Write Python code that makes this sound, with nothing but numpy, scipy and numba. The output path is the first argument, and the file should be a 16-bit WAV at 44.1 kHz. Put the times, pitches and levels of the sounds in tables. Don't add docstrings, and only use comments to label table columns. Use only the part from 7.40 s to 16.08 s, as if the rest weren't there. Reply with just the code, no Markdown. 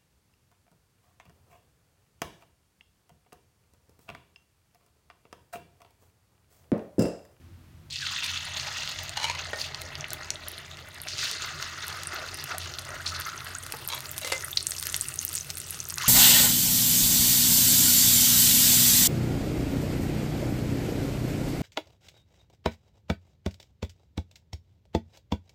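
import sys
import numpy as np
from scipy import signal
from scipy.fft import rfft, irfft
from scipy.io import wavfile
from numba import njit

SR = 44100
rng = np.random.default_rng(int(sys.argv[2]) if len(sys.argv) > 2 else 0)


def pcm_store(signal):
    levels = np.round(np.clip(np.atleast_2d(signal), -1, 1) * 32767)
    wavfile.write(sys.argv[1], SR, levels.astype(np.int16).T)


N = 382788
TIME = np.arange(N) / SR
CUTOFF_HZ = 16200
USUAL_DB = -44.5

# (lowest pitch [Hz], highest pitch [Hz], bursts [1/s], strength spread [dB], ring [cycles])
BUBBLE_SIZES = [(291.5, 1077, 1000, 1, 9.8), (1094, 2450, 1700, 3, 9.2), (2427, 7070, 3800, 5, 12.6),
                (7360, 15700, 5200, 6, 17)]
# (pitch [Hz], level [dB])
BURST_COLOUR = [(310, -6), (400, -6), (490, -12), (650, -1.5), (800, -5), (1050, -2.5), (1450, 1.5),
                (1750, 3), (2300, -5), (2700, 7.5), (3300, 3.5), (4300, 4), (5300, -1), (6600, 9),
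                (8500, -3), (11500, -2), (15500, -4)]
# (time [s], large [Hz], medium [Hz], small [Hz], fine [Hz])
FAVOURED_PITCH = [(0.521, 1135, 2302, 4320, 8020), (.64, 1130, 1630, 3840, 7900),
                  (.8, 960, 1790, 3220, 8050), (1.5, 910, 1720, 4200, 7250), (3.5, 666, 2160, 3880, 10200),
                  (3.8, 686, 1700, 4540, 7900), (4.15, 990, 1350, 4750, 8450), (5.3, 750, 1440, 5000, 8350),
                  (5.9, 1020, 1380, 4600, 10000), (7.6, 420, 1290, 5670, 9300)]
# (time [s], pitch [Hz])
LOWEST_PITCH = [(.5, 3100), (.62, 1470), (.72, 830), (1.1, 670), (1.7, 587), (2.6, 363), (5.5, 324)]


def sizzle(clump_db=3.5, flutter_db=1.38, crowding=.7, focus_db=7, focus_octaves=0.21,
           wander_octaves=0.13, rise=0.029, wall_db=-1.5, wall_t60=0.031, count=6):
    spots = np.zeros((count, N))
    lowest_hz = in_time(LOWEST_PITCH)[0]
    for level_db, favoured_hz, bubble in zip(steam(), in_time(FAVOURED_PITCH), BUBBLE_SIZES):
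        low_hz, high_hz, per_s, spread_db, cycles = bubble
        rate = per_s * from_db(crowding * (np.maximum(level_db, -55) - USUAL_DB))
        chance = rng.random((5, N))
        at = np.flatnonzero(chance[0] < rate / SR)
        pitch, strength, sign, place = chance[1:, at]
        hz = low_hz * (high_hz / low_hz) ** pitch
        off_octaves = np.log2(hz / favoured_hz[at]) + wander_octaves * drift(14)[at]
        nearness = 1 / (1 + (off_octaves / focus_octaves) ** 2)
        focus = 1 + (from_db(focus_db) - 1) * nearness
        grown = np.clip(1 + 4 * (hz / lowest_hz[at] - 1), 0, 1)
        luck_db = spread_db * np.minimum(-np.log(1 - strength), 4.2)
        size = from_db(at_hz(BURST_COLOUR, hz) + luck_db) * np.sign(sign - .5)
        size = size * focus * grown * np.sqrt(hz / rate[at])
        spot = (place * count).astype(np.int64)
        swarm = bubble_rings(at, spot, size, hz, cycles / hz, float(rise), spots.shape)
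        swarm = butter(swarm, 0.59 * low_hz, "high", order=4)
        swarm = butter(swarm, 2.33 * high_hz, "low", order=4)
        spots += from_db(level_db) * rms_one(swarm)
    heard = sum(scatter(spot, wall_db, wall_t60)[:N] for spot in spots)
    heard = heard * from_db(clump_db * drift(170) / 2 + flutter_db * drift(30))
    return rms_one(heard) * np.std(spots)


@njit
def bubble_rings(at, spot, size, hz, life, rise, out_shape):
    out = np.zeros(out_shape)
    for k in range(len(at)):
        for i in range(min(int(life[k] * SR), N - at[k])):
            age = i / SR / life[k]
            envelope = age * np.exp(-10 * age)
            ring = np.sin(2 * np.pi * hz[k] * i / SR * (1 + rise * age))
            out[spot[k], at[k] + i] += size[k] * envelope * ring
    return out


# (time [s], strength [dB])
SPOONFULS = [(0.498, -3.5), (3.671, -4), (8.59, -3)]
# (build-up [s], level when fresh [dB], fade [dB/s], level from dry crust [dB])
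STEAM_BY_SIZE = [(.3, -50, 1.5, -83), (.09, -42, 2, -61.5), (0.012, -34, 5, -48), (0.011, -50, 5, -46)]
# (middle time [s], length [s], level [dB], middle pitch [Hz])
STEAM_SURGES = [(0.762, 0.37, -37, 3380), (0.87, 0.13, -36.5, 4040), (0.97, 0.4, -39, 3840),
                (1.194, 0.14, -38.5, 4130), (1.242, 0.36, -48, 750), (1.426, 0.69, -39.5, 4040),
                (1.49, 0.23, -43.5, 4460), (1.812, 3.7, -51.5, 705), (2.217, 0.16, -39, 4930),
                (2.597, 1.6, -50.5, 2270), (3.176, 0.1, -51.5, 4000), (3.862, 0.16, -38, 4400),
                (4.3, 1.25, -43, 1620), (4.4, 2.4, -51.5, 5970), (4.778, 0.24, -40.5, 1090),
                (5.108, 0.056, -39, 2430), (5.14, 0.15, -43, 1100), (5.525, 0.16, -40.5, 1190),
                (5.72, 0.13, -46, 5000), (5.847, 0.59, -42.5, 1560), (5.892, 0.32, -46.5, 5060),
                (6.208, 0.22, -46.5, 1950), (7.055, 0.12, -50, 1560), (7.52, 0.15, -50.5, 1700),
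                (8.612, 0.13, -39.5, 1870), (8.68, 0.11, -31.5, 3180)]
SURGE_OCTAVES = 1.06
# (time [s], level [dB])
CRUST_CRACKLE = [(.5, -31.5), (2.5, -21), (3.6, -22), (5.4, -11), (5.9, -7), (6.4, -4), (7.3, 0.5),
                 (8.1, 0), (8.68, -1)]


def steam():
    build_s, fresh_db, fade_db_per_s, dry_db = np.transpose(STEAM_BY_SIZE)[:, :, None]
    size_hz = np.sqrt([[low * high] for low, high, *_ in BUBBLE_SIZES])
    power = from_db(dry_db + in_time(CRUST_CRACKLE)[0]) ** 2 * (TIME > SPOONFULS[0][0])
    for s, db in SPOONFULS:
        age = np.maximum(TIME - s, 0)
        build_up = 1 - np.exp(-age / build_s)
        power += (build_up * from_db(db + fresh_db - fade_db_per_s * age)) ** 2
    for s, length, db, hz in STEAM_SURGES:
        during = abs(TIME - s) < length / 2
        share = np.exp(-(np.log2(size_hz / hz) / SURGE_OCTAVES) ** 2)
        swell = np.cos(np.pi * (TIME[during] - s) / length)
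        power[:, during] += (from_db(db) * share * swell) ** 2
    return 10 * np.log10(power + 1e-12)


# (time [s], level [dB], pitch [Hz], ring [cycles])
SINGLE_POPS = [(0.5586, -21, 4660, 8.7), (0.5644, -23, 3500, 6.4), (0.6668, -18.5, 3560, 5.3),
               (0.7865, -26, 2600, 10), (0.9745, -22, 4000, 6.2), (1.1982, -18.5, 4350, 8),
               (1.4759, -17, 4000, 3.9), (1.6335, -21, 12830, 3.6), (1.694, -15.5, 6350, 2.9),
               (2.2146, -18.5, 4630, 17), (2.3463, -17, 4440, 4.2), (2.4176, -14.5, 7280, 1.6),
               (2.554, -20, 4500, 4.9), (2.6089, -21, 6050, 9.7), (2.6428, -24, 2480, 11),
               (2.7052, -18.5, 6450, 4.6), (2.7328, -7.5, 11240, 2.2), (2.9045, -9.5, 6200, 6.5),
               (3.0838, -14.5, 10800, 5.6), (2.846, -28, 5500, 6.6), (2.957, -26, 3700, 7.7),
               (3.1795, -28, 3760, 9.3), (3.3715, -28, 5000, 2.4), (3.39, -30, 3500, 3),
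               (3.602, -30.5, 4070, 7.8), (3.6715, -26, 1800, 5.6), (3.6855, -19, 6000, 5.7),
               (3.117, -23, 11000, 5.1), (3.185, -27, 9900, 7.1), (3.617, -20, 11000, 11),
               (3.789, -23, 3700, 7), (3.7926, -16, 4200, 2.4), (3.855, -20, 4240, 5),
               (3.9139, -12, 7100, 2.5), (4.0215, -19.5, 7000, 11), (4.2262, -19, 5470, 7.8),
               (4.4812, -14.5, 9050, 3.4), (4.6343, -16.5, 8000, 3.3), (4.6719, -17.5, 9200, 17),
               (4.9438, -21.5, 9600, 11), (5.0409, -15, 10200, 4.9), (5.1826, -12, 9120, 4.1),
               (5.3388, -21.5, 4930, 4.8), (5.3863, -17.5, 4230, 4.2), (5.6644, -20, 4234, 21),
               (5.6754, -22, 5300, 15), (5.8003, -19, 12500, 10), (5.8195, -20, 4500, 3),
               (5.8525, -26, 6300, 16), (5.891, -25, 4480, 4.5), (5.9775, -27, 6180, 16),
               (6.0058, -21.5, 3200, 1.4), (6.1505, -19.5, 6700, 16), (6.2362, -26, 10200, 14),
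               (6.2649, -15, 6960, 1.4), (6.3231, -9, 7500, 1.3), (6.476, -15, 12100, 14.9),
               (6.4879, -11, 9000, 2.8), (6.6056, -8, 11500, 1.1), (6.657, -23.5, 4500, 5),
               (6.7151, -17, 13400, 8.7), (6.7801, -3, 12100, 1.3), (6.788, -21, 10900, 5.5),
               (7.0083, -19, 6050, 3.2), (7.037, -26.5, 1600, 7.3), (7.081, -28, 1370, 7),
               (7.1296, -24, 3560, 14), (7.1728, -9.5, 4530, 15), (7.2073, -21.5, 4470, 9.6),
               (7.2688, -7.5, 7740, 11), (7.3085, -15.5, 8160, 19), (7.3194, -13.5, 5700, 3.8),
               (7.383, -21.5, 5500, 9.6), (7.3984, -15.5, 9100, 7.4), (7.4199, -29, 9100, 12),
               (7.427, -8, 10000, 1.8), (7.4694, -6.5, 9730, 2.5), (7.4908, -21, 6050, 11),
               (7.4984, -17, 8000, 9.7), (7.5228, -20, 8700, 4), (7.5271, -17, 8350, 7.2),
               (7.5433, -6.5, 5400, 2), (7.5644, -9.5, 10000, 11), (7.611, -8.5, 8300, 13),
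               (7.643, -25, 6030, 6), (7.6853, -16, 8700, 18), (7.7586, -16, 10600, 3.8),
               (7.7905, -12, 6400, 14), (7.85, -6, 12700, 6.2), (7.8799, -20.5, 6700, 12),
               (7.8905, -17, 9300, 9.4), (7.9303, -14, 12100, 4.9), (7.9404, -16, 8900, 4.4),
               (7.9525, -12, 8200, 14), (7.9568, -12, 9400, 5.1), (7.9637, -22, 5600, 4.4),
               (7.97, -17.5, 7100, 16), (7.9791, -17, 5540, 5.8), (7.9862, -19, 7500, 14),
               (8.103, -12, 6840, 3.8), (8.1717, -13, 10800, 2.6), (8.1804, -19.5, 8400, 2.5),
               (8.2017, -20.5, 8000, 16), (8.3072, -16, 10400, 13), (8.4028, -16, 6470, 12),
               (8.4534, -23.5, 6700, 9.9), (8.4885, -16, 13700, 7.4), (8.4998, -17.5, 7150, 7),
               (8.5051, -13, 8050, 4.4), (8.524, -29, 1290, 5.5), (8.5411, -17.5, 7240, 10),
               (8.576, -25, 1280, 3.9), (8.5828, -8.5, 6240, 2.5)]


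def pops(splash_db=-3, splash_t60=0.0085, wall_db=-13, wall_t60=0.085):
    out = np.zeros(N)
    for s, level_db, hz, cycles in np.vstack([SINGLE_POPS, spits()]):
        pop = from_db(level_db) * burst(hz, cycles)
        splash = scatter(pop, splash_db, splash_t60)
        heard = scatter(splash, wall_db, wall_t60)
        add(out, s, heard * np.linalg.norm(pop) / np.linalg.norm(heard))
    return butter(out, 1360, "high")


SPITS_PER_S, WET_SPITS_PER_S, SPITS_DB = 170, 10, -30.5


def spits(spread_db=7.5, crust_share=0.36, middle_hz=8800, octaves=0.34, cycles=4.5, cycles_spread=2.56):
    crust_db = in_time(CRUST_CRACKLE)[0]
    rate = WET_SPITS_PER_S + SPITS_PER_S * from_db(crust_db) ** 2
    rate = rate * (TIME > SPOONFULS[0][0])
    at = np.flatnonzero(rng.random(N) < rate / SR)
    size, pitch, ring = np.clip(rng.standard_normal((len(at), 3)), -1.6, 1.6).T
    level_db = SPITS_DB + crust_share * crust_db[at] + spread_db * size
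    hz = np.minimum(middle_hz * 2 ** (octaves * pitch), 15000)
    return np.column_stack([TIME[at], level_db, hz, cycles * cycles_spread ** ring])


# (start [s], length [s], level [dB], middle pitch [Hz], pitch spread [octaves])
WET_SPATTERS = [(0.501, 0.04, -48.5, 3980, 0.16), (0.605, 0.071, -43, 4700, .4),
                (0.832, 0.036, -34.5, 4830, 0.64), (1.984, 0.023, -37, 3780, 0.41),
                (2.239, 0.029, -39, 4200, 0.27), (3.053, 0.15, -52, 4050, 0.28),
                (3.678, 0.076, -41.5, 5040, 0.34), (3.78, 0.17, -36, 5040, .35),
                (5.203, 0.058, -42, 4960, 0.42), (5.658, 0.047, -34.5, 5360, 0.3),
                (5.746, .025, -37, 5000, 0.13), (5.789, 0.11, -48, 4650, 0.17),
                (7.171, .012, -27, 5200, 0.17)]
SPATTER_POPS_PER_S, SPATTER_FADE_DB = 1300, 4.5


def spatters(cycles=6.8, spread_db=2.0):
    out = np.zeros(N)
    for s, length, db, middle_hz, octaves in WET_SPATTERS:
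        shower = np.zeros(int(length * SR) + SR // 50)
        count = int(SPATTER_POPS_PER_S * length)
        ages = rng.random(count)
        pitches, sizes = np.clip(rng.standard_normal((2, count)), -2, 2)
        for age, pitch, size in zip(ages, pitches, sizes):
            pop = burst(min(middle_hz * 2 ** (octaves * pitch), CUTOFF_HZ), cycles)
            add(shower, age * length, from_db(spread_db * size - SPATTER_FADE_DB * age) * pop)
        add(out, s, from_db(db) * np.sqrt(length * SR) * shower / np.linalg.norm(shower))
    return out


# (time [s], level [dB], first pitch [Hz], last pitch [Hz], length [s])
GLIDING_TONES = [(0.62, -33, 1750, 1330, .035), (1.275, -39, 820, 880, .022), (1.895, -35, 940, 1080, .03),
                 (1.948, -35, 980, 1080, .012), (5.145, -36, 720, 780, .02), (5.598, -34, 1300, 2000, .018),
                 (5.72, -32, 1350, 1270, .014), (5.793, -34, 1500, 1850, .016),
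                 (5.864, -32, 1300, 1420, .014), (5.882, -30, 1230, 1550, .016),
                 (5.93, -32, 1280, 1420, .014), (6.15, -34, 1300, 1700, .022), (7.04, -34, 1850, 2150, .01),
                 (8.639, -29, 950, 1650, .036)]


def glides():
    out = np.zeros(N)
    for s, level_db, first_hz, last_hz, length in np.vstack([GLIDING_TONES, blips()]):
        age = np.linspace(0, 1, int(length * SR))
        phase = 2 * np.pi * np.cumsum(first_hz + (last_hz - first_hz) * age) / SR
        envelope = np.minimum(20 * age, 1) * np.sqrt(1 - age)
        add(out, s, from_db(level_db) * envelope * np.sin(phase))
    return out


BLIPS_PER_S, BLIP_DB, BLIP_HZ, BLIP_OCTAVES = 26, 0.5, 849.4, .8
BLIP_CYCLES, BLIP_RISE = 19, 1.2


def blips(spread_db=2.0):
    at = np.flatnonzero(rng.random(N) < BLIPS_PER_S / SR)
    size, pitch = np.clip(rng.standard_normal((len(at), 2)), -1.7, 1.7).T
    hz = BLIP_HZ * 2 ** (BLIP_OCTAVES * pitch)
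    level_db = steam()[0, at] + BLIP_DB + spread_db * size
    rows = np.column_stack([TIME[at], level_db, hz, hz * BLIP_RISE, BLIP_CYCLES / hz])
    return rows[hz > in_time(LOWEST_PITCH)[0][at]]


# (pitch [Hz], width [Hz], gain [dB])
WOK_AND_MICROPHONE = [(375, 26, 6.5), (618, 23, 7), (783, 30, 2), (1900, 20, 5.5), (2073, 80, 4.5),
                      (2590, 110, 5.5), (3510, 160, 2), (4360, 250, 3), (7490, 1200, -5), (10530, 490, -6)]


def wok_and_microphone(x):
    for hz, width, db in WOK_AND_MICROPHONE:
        x = x + (from_db(db) - 1) * resonate(x, hz, width)
    return x


# (start [s], length [s], level [dB],
# spoon's lower note [Hz], spoon's upper note [Hz], bowl's note [Hz])
SPOON_SCRAPES = [(1.77, 0.0074, -24, 2820, 4160, 860), (1.78, 0.045, -36.5, 2960, 4100, 890),
                 (1.814, 0.05, -27.5, 2920, 4100, 925), (1.853, 0.081, -33, 2430, 4280, 930),
                 (1.948, 0.011, -36, 3000, 4130, 1010), (6.493, 0.031, -36.5, 3200, 4080, 950),
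                 (6.514, 0.047, -33.5, 3270, 3920, 1010), (6.557, 0.033, -40, 3400, 4050, 970),
                 (6.812, 0.029, -37, 2700, 3920, 593), (6.846, 0.04, -40.5, 2730, 4030, 550),
                 (6.894, 0.022, -38, 2820, 3860, 564)]


def scrapes(slips_per_s=1400.0):
    out = np.zeros(N)
    slips = clicks(slips_per_s, spread_db=5.0)
    for s, length, db, *notes in SPOON_SCRAPES:
        stroke_shape = signal.windows.tukey(int(length * SR), .5)
        pressure = np.pad(from_db(db) * stroke_shape, (0, SR // 10))
        stroke = bowl(slips[int(s * SR):][:len(pressure)] * pressure, notes)
        add(out, s, stroke * np.linalg.norm(pressure) / np.linalg.norm(stroke))
    return out


# (pitch [Hz], width [Hz], level [dB])
BOWL_RESONANCES = [(550, 76, -14.5), (940, 58, -19.5), (1760, 140, -16.5), (2280, 180, -4),
                   (4580, 120, -11), (5580, 330, -8), (6650, 170, -10)]


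def bowl(x, notes, grit_db=-18, note_db=0.0, note_width_hz=95):
    grit = butter(butter(x, 6600, "low"), 390, "high")
    resonances = list(BOWL_RESONANCES) + [(hz, note_width_hz, note_db) for hz in notes]
    modes = 0
    for k, (hz, width, db) in enumerate(resonances):
        modes = modes + (-1) ** k * from_db(db) * resonate(x, hz, width)
    return from_db(grit_db) * grit + butter(modes, 7000, "low")


# (time [s], level [dB], brightness [Hz],
# bowl note [Hz], spoon note [Hz], ring relative to level [dB])
SPOON_KNOCKS = [(2.1323, -11, 2500, 633, 1852, -17.5), (6.338, -18, 1325, 467, 863, -18),
                (6.847, -11, 9000, 532, 2070, -22.5), (6.874, -12, 7890, 524, 2630, -34),
                (6.919, -11.5, 5015, 413, 2860, -27), (6.9221, -4, 6140, 530, 2064, -20.5)]
# (delay [s], level [dB])
KNOCK_BOUNCES = [(0, -1.5), (.0025, -6), (.011, -8), (0.035, -24)]


def knocks(rattle_db=3, rattle_t60=0.028, bowl_t60=0.053, spoon_t60=0.097, clack_db=5):
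    out, t = np.zeros(N), np.arange(SR // 2) / SR
    for s, db, bright_hz, bowl_hz, spoon_hz, ring_db in SPOON_KNOCKS:
        for delay, bounce_db in KNOCK_BOUNCES:
            rattle = scatter([1.], rattle_db, rattle_t60)
            clack = butter(butter(rattle, bright_hz, "low"), 500, "high")
            add(out, s + delay, from_db(db + clack_db + bounce_db) * clack / np.linalg.norm(clack))
        for hz, t60 in (bowl_hz, bowl_t60), (spoon_hz, spoon_t60):
            add(out, s, from_db(db + ring_db - 60 * t / t60) * np.sin(2 * np.pi * hz * t))
    return out


# (pitch [Hz], width of wander [Hz], level [dB])
DRONE_TONES = [(47.1, 6.8, -63.5), (85.7, 4.46, -51), (97.8, 10.35, -58), (129.8, 8.4, -59.5),
               (144.3, 18, -56.5), (254.3, 24.96, -67.5), (328.6, 26.7, -68)]
# (time [s], level [dB])
DRONE_SWELL = [(0, -2.5), (1.5, 0), (2.8, 2), (3.15, -4.5), (3.8, -2.5), (4.2, -1), (6, 0), (8.68, 0)]
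# (pitch [Hz], density [dB per Hz])
AIR_COLOUR = [(25, -44), (45, -17), (62, -1), (150, -0.5), (220, -8), (400, -18.5), (700, -20), (1200, -21),
              (3300, -26), (8000, -33.5), (16000, -35)]
AIR_DB = -56


def background(waver_db=4.0):
    drone = np.zeros(N)
    for hz, width, db in DRONE_TONES:
        phase = 2 * np.pi * np.cumsum(hz + width / 2 * drift(25)) / SR
        drone += from_db(db) * rms_one(np.sin(phase) * from_db(waver_db * drift(20)))
    colour = from_db(at_hz(AIR_COLOUR, np.fft.rfftfreq(N, 1 / SR)))
    air = irfft(rfft(rng.standard_normal(N)) * colour, N)
    return drone * from_db(in_time(DRONE_SWELL)[0]) + from_db(AIR_DB) * rms_one(air)


KITCHEN_T60_S = 0.3


def kitchen(x, wet_db=-7, wall_cut_hz=8000, first_echo_s=.005):
    response = np.zeros(SR // 2)
    echo = butter(tail(KITCHEN_T60_S, length=.4), wall_cut_hz, "low", order=1)[:SR // 3]
    start = int(first_echo_s * SR)
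    response[start:start + len(echo)] = echo
    return x + from_db(wet_db) * signal.fftconvolve(x, response)[:N]


def scatter(x, db, t60):
    response = from_db(db) * tail(t60, length=t60)
    response[0] += 1
    return signal.oaconvolve(x, response)


def tail(t60, length):
    t = np.arange(int(length * SR)) / SR
    noise = rng.standard_normal(len(t)) * from_db(-60 * t / t60)
    return noise / np.linalg.norm(noise)


def burst(hz, cycles):
    t = np.arange(int(1.5 * cycles / hz * SR) + 2) / SR
    age = 10 * t * hz / cycles
    return age * np.exp(1 - age) * np.sin(2 * np.pi * hz * t)


def clicks(per_s, spread_db):
    at = np.flatnonzero(rng.random(N) < per_s / SR)
    strength_db = spread_db * np.minimum(rng.exponential(1, len(at)), 4.5)
    out = np.zeros(N)
    out[at] = from_db(strength_db) * rng.choice([-1, 1], len(at))
    return rms_one(out)


def resonate(x, hz, width):
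    r = np.exp(-np.pi * width / SR)
    feed = np.array([1, 0, -1]) * (1 - r * r) / 2
    feedback = [1, -2 * r * np.cos(2 * np.pi * hz / SR), r * r]
    return signal.lfilter(feed, feedback, x + 1e-18)


def butter(x, hz, kind, order=2):
    sos = signal.butter(order, min(hz, .45 * SR), kind, fs=SR, output="sos")
    return signal.sosfilt(sos, x + 1e-18)


def drift(rate):
    knots = rng.standard_normal(int(rate * N / SR) + 2)
    return rms_one(np.interp(TIME * rate, np.arange(len(knots)), knots))


def in_time(rows):
    s, *columns = np.transpose(rows)
    return [np.interp(TIME, s, c) for c in columns]


def at_hz(points, hz):
    f, db = np.transpose(points)
    return np.interp(np.log(hz + 1e-9), np.log(f), db)


def add(out, s, sound):
    i = int(np.clip(round(s * SR), 0, N))
    out[i:i + len(sound)] += sound[:N - i]


def from_db(db):
    return 10 ** (np.asarray(db) / 20)


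def rms_one(x):
    return x / np.sqrt(np.mean(x ** 2) + 1e-20)


def scene(sizzle_db=-0.05, pops_db=3.5):
    pan = from_db(sizzle_db) * sizzle() + spatters() + glides()
    frying = kitchen(pan, wet_db=-9.5) + kitchen(from_db(pops_db) * pops(), wet_db=-13.5)
    spoon = kitchen(scrapes() + knocks(), wet_db=-7)
    return (wok_and_microphone(frying) + spoon + background())[None]


def record(dry):
    top_cut = signal.cheby2(16, 70, CUTOFF_HZ + 700, fs=SR, output="sos")
    return signal.sosfilt(top_cut, butter(dry, 32, "high", order=4))


dry = scene()
out = record(dry)
pcm_store(out)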